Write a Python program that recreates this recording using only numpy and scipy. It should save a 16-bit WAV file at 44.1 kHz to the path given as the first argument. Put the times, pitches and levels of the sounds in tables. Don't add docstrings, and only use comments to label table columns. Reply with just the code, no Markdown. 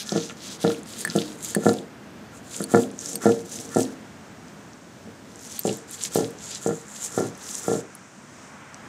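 import sys
import numpy as np
from scipy import signal
from scipy.fft import rfft, irfft
from scipy.io import wavfile
from scipy.ndimage import uniform_filter1d

SR = 44100
rng = np.random.default_rng(int(sys.argv[2]) if len(sys.argv) > 2 else 0)


def wav_out(sig):
    wavfile.write(sys.argv[1], SR, np.round(np.clip(np.atleast_2d(sig).T, -1, 1) * 32767).astype(np.int16))


N = 391608


def roller():
    # fastest_s, rise_s, fall_s, hiss_db, scrape_db, fizz_db, tilt_db, rumble_db, grate_db
    half_strokes = [(0.0, .1, 0.06, -42.5, 6, -4, 0, -64, -62),
                    (0.17, 0.16, 0.18, -35, -5.5, -14.5, -2, -53, -43),
                    (0.51, 0.15, 0.069, -36, -3.5, -11.5, 0, -47, -58),
                    (0.69, 0.12, .12, -41, 1.5, -4.5, 1, -40.5, -46),
                    (0.98, 0.13, 0.13, -42, 0, -1, 5.5, -42.5, -57),
                    (1.17, 0.13, 0.24, -40.5, 0.5, -4, 2, -42, -47),
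                    (1.49, 0.14, 0.11, -40, -2.5, -5, 4.5, -45, -57),
                    (1.68, 0.11, 0.15, -42.5, -0.5, -4, 4.5, -33.5, -44.5),
                    (2.36, 0.05, 0.045, -49.5, -21.5, -10.5, 2, -56, -53),
                    (2.57, 0.12, 0.11, -39, -6, -7.5, 3.5, -41, -59),
                    (2.75, 0.071, .15, -37, -4.5, -6, 2.5, -32, -43),
                    (3.08, 0.13, 0.11, -31, -15.5, -15, -0.5, -37.5, -52),
                    (3.27, 0.067, 0.15, -31, -12, -11.5, 0, -34.5, -33),
                    (3.56, 0.12, 0.23, -35, -10, -11.5, -0.5, -41.5, -62),
                    (3.77, 0.073, 0.17, -34, -10.5, -9, 0.3, -36.5, -41),
                    (5.32, .08, 0.17, -58, -4.5, -7.5, -1, -56, -68),
                    (5.54, 0.17, 0.12, -35, -10.5, -10, -1, -65, -70),
                    (5.68, 0.064, .15, -34, -8.5, -14.5, 1.5, -49, -58),
                    (5.94, .07, 0.073, -40.5, -6, -8.5, 2, -60, -66),
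                    (6.045, 0.074, 0.049, -30.5, -7, -11, 0, -49, -62),
                    (6.17, 0.073, 0.15, -33, -7, -8, 1, -42.5, -50),
                    (6.53, .16, 0.087, -34, -8, -17, 2, -60, -54),
                    (6.68, 0.096, 0.15, -37, -10.5, -11.5, 4.5, -52, -49),
                    (7.04, 0.18, 0.066, -34, -10.5, -12, 2, -65, -60),
                    (7.21, 0.19, 0.11, -36, -12.5, -13, 0, -44, -47),
                    (7.56, 0.22, 0.095, -32.5, -14, -13, -0.5, -53, -60),
                    (7.7, 0.15, 0.12, -33, -14, -14, 1, -42, -44)]
    # frequency_hz, density_db
    hiss_spectrum = [(4000, -52), (5200, -15), (6200, -1), (7300, 0), (8600, -16.5), (10000, -27.5),
                     (11500, -12)]
    scrape_spectrum = [(1500, -6), (2300, -4), (3500, 3.5), (4600, 3), (5800, -1), (6800, 0)]
    fizz_spectrum = [(7500, -17), (8800, -9), (10200, -11.5), (12500, -16.5), (14800, -22), (16000, -25)]
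    speed_powers = [1.55, 1.36, 1.57, 1, 4.5]
    lags_s = [0, 0, 0, 0.054, -0.023]
    t = np.arange(N) / SR
    envelopes = np.zeros((5, N))
    for fastest_s, rise_s, fall_s, hiss_db, scrape_db, fizz_db, _, rumble_db, grate_db in half_strokes:
        near = slice(max(int((fastest_s - .5) * SR), 0), int((fastest_s + .5) * SR))
        levels_db = [hiss_db, hiss_db + scrape_db, hiss_db + fizz_db, rumble_db, grate_db]
        for k, db in enumerate(levels_db):
            motion = speed(t[near] - lags_s[k], fastest_s, rise_s, fall_s)
            stroke = undb(db) * motion ** speed_powers[k]
            envelopes[k, near] = np.maximum(envelopes[k, near], stroke)

    bed = grit(rate=1800, spread_db=2.5, smooth=0.74) * undb(2.7 * walk(45))
    coarse = grit(rate=550, spread_db=8.5, smooth=0.96)
    hiss = colour(bed, hiss_spectrum) * undb(0.6 * walk(18))
    tilt_db = np.interp(t, *np.transpose(half_strokes)[[0, 6]])
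    lower = undb(-tilt_db) * band(hiss, 3340, 7080)
    upper = undb(tilt_db) * band(hiss, 6330, 10800)
    hiss = lower + upper
    scrape = colour(0.65 * bed + coarse, scrape_spectrum) * undb(1.5 * walk(18))
    snaps = grit(rate=37, spread_db=10.0, smooth=.1)
    fizz = colour(bed + .5 * snaps, fizz_spectrum)

    bumps = grit(rate=500, spread_db=-5.5, smooth=2.6)
    rumble = unit(slab_ring(uniform_filter1d(bumps, size=40)))
    grate = unit(stone_ring(uniform_filter1d(bumps, size=9)))
    return (envelopes * [hiss, scrape, fizz, rumble, grate]).sum(axis=0)


def speed(t, fastest, rise, fall):
    rise, fall = max(rise, .01), max(fall, .01)
    span = np.where(t < fastest, rise, fall)
    squareness = np.where(span == max(rise, fall), 1.84, 2.86)
    return np.exp(-1.5 * np.abs((t - fastest) / span) ** squareness)


def grit(rate, spread_db, smooth):
    sizes = np.minimum(rng.exponential(1, N), 3.5)
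    grains = (rng.random(N) < rate / SR) * undb(spread_db * sizes)
    bursts = signal.lfilter([1], [1, -.9], grains) * rng.standard_normal(N)
    return unit(bursts) + smooth * rng.standard_normal(N)


def slab():
    # start_s, level_db, contact_ms, stone_db, flight_ms, flight_ratio, loss_db, corner_lag_ms, corner_db
    rocks = [(0.12, -15, 1.36, -20, 19, .7, 12, 5.5, -3), (0.153, -15.5, 1.5, -13, 17.7, .7, 7, 6.3, 5.5),
             (0.2976, -24.5, 3, -7, 16, .7, 30, 5.3, -30), (0.3125, -33.5, 1.8, 1, 28, 0.99, 25, 7, -35.5),
             (0.641, -11.5, 1.25, -11.5, 28, 0.98, 4.5, 6.53, 5),
             (1.0911, -15.5, 3.6, -18, 28, .7, 25, 7, -30), (1.1528, -11, 1.53, -17, 19.8, 1.15, 8, 6, 4),
             (1.5639, -8, 1.64, -24, 28, .7, 35, 5.2, -5.5), (1.636, -24, 1.3, -22, 28, .7, 25, 7, -30),
             (1.6568, -8, 1.23, -12, 27.4, .74, 6.5, 8.16, 6.5),
             (2.6046, -14, 1.8, -9.5, 15.2, 0.6, 15, 5.5, -20), (2.7158, -25, 1.3, -22, 26, .7, 32, 7, -30),
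             (2.7382, -4, 1.17, -8, 25.3, .62, 7, 8.5, 3), (3.2365, -26, 1.1, -15, 28, .7, 25, 7, -30),
             (3.2563, -3.5, 1.14, -11.5, 27.5, 0.94, 5.5, 8.83, -1.5),
             (3.76, -9, 1.14, -19, 26.2, 0.76, 6.5, 8, 4), (5.0736, -35.5, 1.5, -10, 28, .7, 25, 7, -30),
             (5.6517, -16, 0.99, -14, 26.9, 0.59, 2, 5.26, -8),
             (6.157, -12.5, 0.87, -4.5, 29.3, .7, 2.5, 7.4, -12),
             (6.662, -14.5, 1.08, -1.5, 28.2, 0.65, 2.5, 6.5, -19.5),
             (7.1768, -14.5, 0.93, -4.5, 29.1, 0.7, 2.3, 8, -8),
             (7.6815, -15.5, 0.74, -4, 34, .66, 1.5, 6.7, -15)]
    bounces = 6
    softening = 1.217
    loss_power = 1.29
    push, sharp = np.zeros(N), np.zeros(N)
    scatter = rng.standard_normal((len(rocks), bounces, 2))
    for rock, chance in zip(rocks, scatter):
        s, db, contact_ms, stone_db, flight_ms, flight_ratio, loss_db, corner_lag_ms, corner_db = rock
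        first_stone_db = -8.5 if corner_db > -20 else 0
        corners = [(0, 0, first_stone_db, 1.13), (corner_lag_ms, corner_db, 0, 1)]
        for k in range(bounces):
            for (late_ms, rel_db, ring_db, longer), uneven in zip(corners, chance[k]):
                touch_ms = max(contact_ms * longer * softening ** k, .3)
                shape = np.hanning(int(touch_ms * SR / 1000) + 2)
                i = int((s + late_ms / 1000) * SR)
                gain = undb(db + rel_db - k ** loss_power * loss_db)
                push[i:i + len(shape)] += gain * shape / shape.sum()
                sharp[i] += gain * undb(stone_db + ring_db + 3.0 * uneven)
            s += flight_ms / 1000
            flight_ms *= flight_ratio
    soft = uniform_filter1d(uniform_filter1d(sharp, size=12), size=12)
    return slab_ring(push) + stone_ring(soft)


def slab_ring(force):
    # frequency_hz, t60_s, first_share, second_share
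    slab_modes = [(113.6, 0.2, -0.03, -0.14), (154.3, 0.53, -0.03, -0.11), (169, 0.029, -0.74, 0.067),
                  (204, 0.014, 0.48, 0.0084), (237, 0.7, -0.026, 0.0039), (264.8, 0.55, 0.032, 0.027),
                  (306.5, 0.47, 0.078, 0.069), (349, 0.073, 0.16, 0.23), (367, 0.13, 0.067, 0.01),
                  (462, 0.033, -0.04, -0.12), (458.8, 0.022, 0.56, 1.17), (462, 0.23, 0.13, 0.31),
                  (562, 0.0097, 0.93, 1.72), (634, 0.032, 0.09, 0.21), (679, 0.024, 0.19, -0.2),
                  (743, 0.021, -0.07, 1.06), (795, 0.034, -0.32, -0.75), (966, 0.014, -0.43, -0.19)]
    moved = np.arange(N) > 4.5 * SR
    return sum(np.where(moved, second, first) * ring(force, hz, t60) for hz, t60, first, second in slab_modes)


def stone_ring(force):
    # frequency_hz, level_db, t60_s
    stone_modes = [(1388, 0, 0.038), (1733, -3.5, 0.034), (1175, -28, 0.034)]
    return sum(undb(db) * ring(force, hz, t60) for hz, db, t60 in stone_modes)


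def cracks_and_ticks():
    # start_s, level_db, pitch_hz
    short_bursts = [(0.0923, -16.5, 4500), (0.121, -18.5, 6200), (0.297, -27.5, 2900), (0.306, -30, 2600),
                    (0.6775, -19, 4630), (0.7462, -30, 2850), (0.8325, -30, 8400), (1.0137, -21, 9250),
                    (1.1, -16.5, 5300), (1.1628, -12.5, 7650), (1.187, -18, 3840), (1.286, -39, 5500),
                    (1.6925, -18.5, 4300), (1.786, -29, 3900), (2.565, -19.5, 7860), (2.617, -19, 9300),
                    (2.723, -30, 6850), (2.758, -19, 7000), (2.835, -29, 3370), (2.914, -32, 7700),
                    (2.9903, -20, 6400), (3.0034, -27, 6320), (3.0121, -28, 6640), (3.059, -17, 6460),
                    (3.1316, -21, 8000), (3.2314, -32, 7050), (3.271, -24, 6800), (3.318, -29, 2950),
                    (3.691, -30, 6510), (3.748, -19, 6670), (3.7687, -16.5, 7810), (3.806, -19, 7000),
                    (3.831, -21, 6440), (4.4826, -38, 6040), (4.7331, -35, 5490), (5.358, -31, 7450),
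                    (5.3927, -30, 7040), (5.6346, -24, 6840), (5.67, -22, 6700), (5.692, -21, 3380),
                    (5.7283, -21, 6900), (6.0365, -11.5, 7000), (6.208, -24, 6500), (6.387, -31, 6140),
                    (6.475, -39, 6600), (6.549, -18, 7000), (6.6724, -17, 6750), (6.8134, -36, 7330),
                    (6.8823, -30, 6740), (7.201, -22, 7100), (7.3516, -34, 6400), (7.442, -28, 5960),
                    (7.552, -14.5, 7200), (8.744, -26.5, 6760)]
    out, t = np.zeros(N), np.arange(256) / SR
    for (s, db, hz), noise in zip(short_bursts, rng.standard_normal((len(short_bursts), 256))):
        burst = noise * np.exp(-t / .0009)
        for _ in range(2):
            burst = band(burst, 0.74 * hz, 1.26 * hz)
        i = int(s * SR)
        out[i:i + 256] += undb(db + 0.5) * burst / np.abs(burst).max()
    return out


def bangles():
    # start_s, level_db, first_db, second_db, fourth_db, thin_bangle_db
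    clinks = [(1.05, -17.5, 3.5, -9.5, -23, -10), (1.075, -38, 18.5, -12, -20, 11),
              (1.5489, -15.5, -2, -10, -21, -4), (2.64, -24, -29, -1.5, -17, 2),
              (3.1556, -17.5, -29, -10, -6, -16), (5.5919, -21, -63, -6.5, 4, -10),
              (6.1484, -23, -23, -17, -3, -9), (7.9512, -43.5, -14, -14, 1, 13.5)]
    # frequency_hz, t60_s
    bangle_modes = [(8450, .022), (1765, .032), (4460, .022), (13000, .025), (10300, .015)]
    s, db, *rel_db = np.transpose(clinks)
    contact = signal.lfilter([1], [1, -.975], blows(s, undb(db)))
    scratch = contact * rng.standard_normal(N)
    out = band(scratch, 4000, 15000)
    for (hz, t60), mode_db in zip(bangle_modes, [0 * db] + rel_db):
        out += ring(blows(s, undb(db + mode_db)), hz, t60)
    return out


def kitchen(x):
    split_hz = 800
    t = np.arange(SR // 2) / SR
    noise = rng.standard_normal((2, len(t)))
    low = band(noise[0], 145, split_hz) * np.exp(-np.log(1000) * t / 0.22)
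    high = undb(8.5) * band(noise[1], split_hz, 5500) * np.exp(-np.log(1000) * t / 0.028)
    tail = (low + high) * np.minimum(t / 0.012, 1)
    return undb(-29) * signal.fftconvolve(x, tail)[:N]


def room_noise():
    # frequency_hz, density_db
    room_spectrum = [(25, -2), (60, 3), (110, -2.5), (170, -1.5), (210, 3), (300, -3.5), (420, -8),
                     (600, -8.5), (1000, -11), (1600, -12), (2300, -17.5), (4000, -25), (6800, -32),
                     (11000, -38.5), (15500, -40)]
    # time_s, room_db, mid_lift_db, treble_lift_db
    mic_path = [(0, -42, -0.5, 1), (2.1, -43, -2, 5.5), (4.1, -42.5, -1.5, 7.5), (5.1, -44, -1.5, 9),
                (7.9, -46, 4.5, 14.5), (8.248, -45.5, 2.5, 13), (8.45, -45, 5, 16), (8.6, -46, 5, 11),
                (8.88, -44.5, 3.5, 11.5)]
    s, *columns = np.transpose(mic_path)
    db, mid_db, top_db = (np.interp(np.arange(N) / SR, s, c) for c in columns)
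    air = colour(rng.standard_normal(N), room_spectrum)
    mid, top = (band(band(air, lo, hi)[::-1], lo, hi)[::-1] for lo, hi in [(750, 3240), (5400, 9100)])
    rest = (air - mid - top) * undb(0.9 * walk(4.9))
    mid = mid * undb(mid_db + 1.05 * walk(3.21))
    top = top * undb(top_db + 0.21 * walk(2.6))
    return undb(db) * (rest + mid + top)


def undb(db):
    return 10 ** (np.asarray(db) / 20)


def unit(x):
    return x / np.sqrt(np.mean(x ** 2))


def colour(x, spectrum):
    hz, db = np.transpose(spectrum)
    bins = np.log(np.fft.rfftfreq(N, 1 / SR) + 1)
    gain = undb(np.interp(bins, np.log(hz), db, -90, -90))
    return unit(irfft(rfft(x) * gain, N))


def ring(x, hz, t60):
    pole = np.exp(2j * np.pi * hz / SR - np.log(1000) / (t60 * SR))
    return signal.lfilter([1], [1, -pole], x).imag


def band(x, lo_hz, hi_hz):
    return signal.sosfilt(signal.butter(2, [lo_hz, hi_hz], "band", fs=SR, output="sos"), x)


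def walk(rate):
    k = int(SR / rate)
    steps = np.repeat(rng.standard_normal(N // k + 1), k)
    return unit(uniform_filter1d(uniform_filter1d(steps, k), k)[:N])


def blows(times, gains):
    out = np.zeros(N)
    np.add.at(out, (np.asarray(times) * SR).astype(int), gains)
    return out


def scene():
    near = roller() + slab() + cracks_and_ticks() + bangles()
    return (near + kitchen(near) + room_noise())[None]


def record(dry):
    rounded = np.tanh(.9 * dry) / .9
    thin = signal.sosfilt(signal.butter(4, 98, "high", fs=SR, output="sos"), rounded)
    return signal.sosfilt(signal.ellip(10, .2, 60, 15600, fs=SR, output="sos"), thin)


dry = scene()
out = record(dry)
wav_out(out)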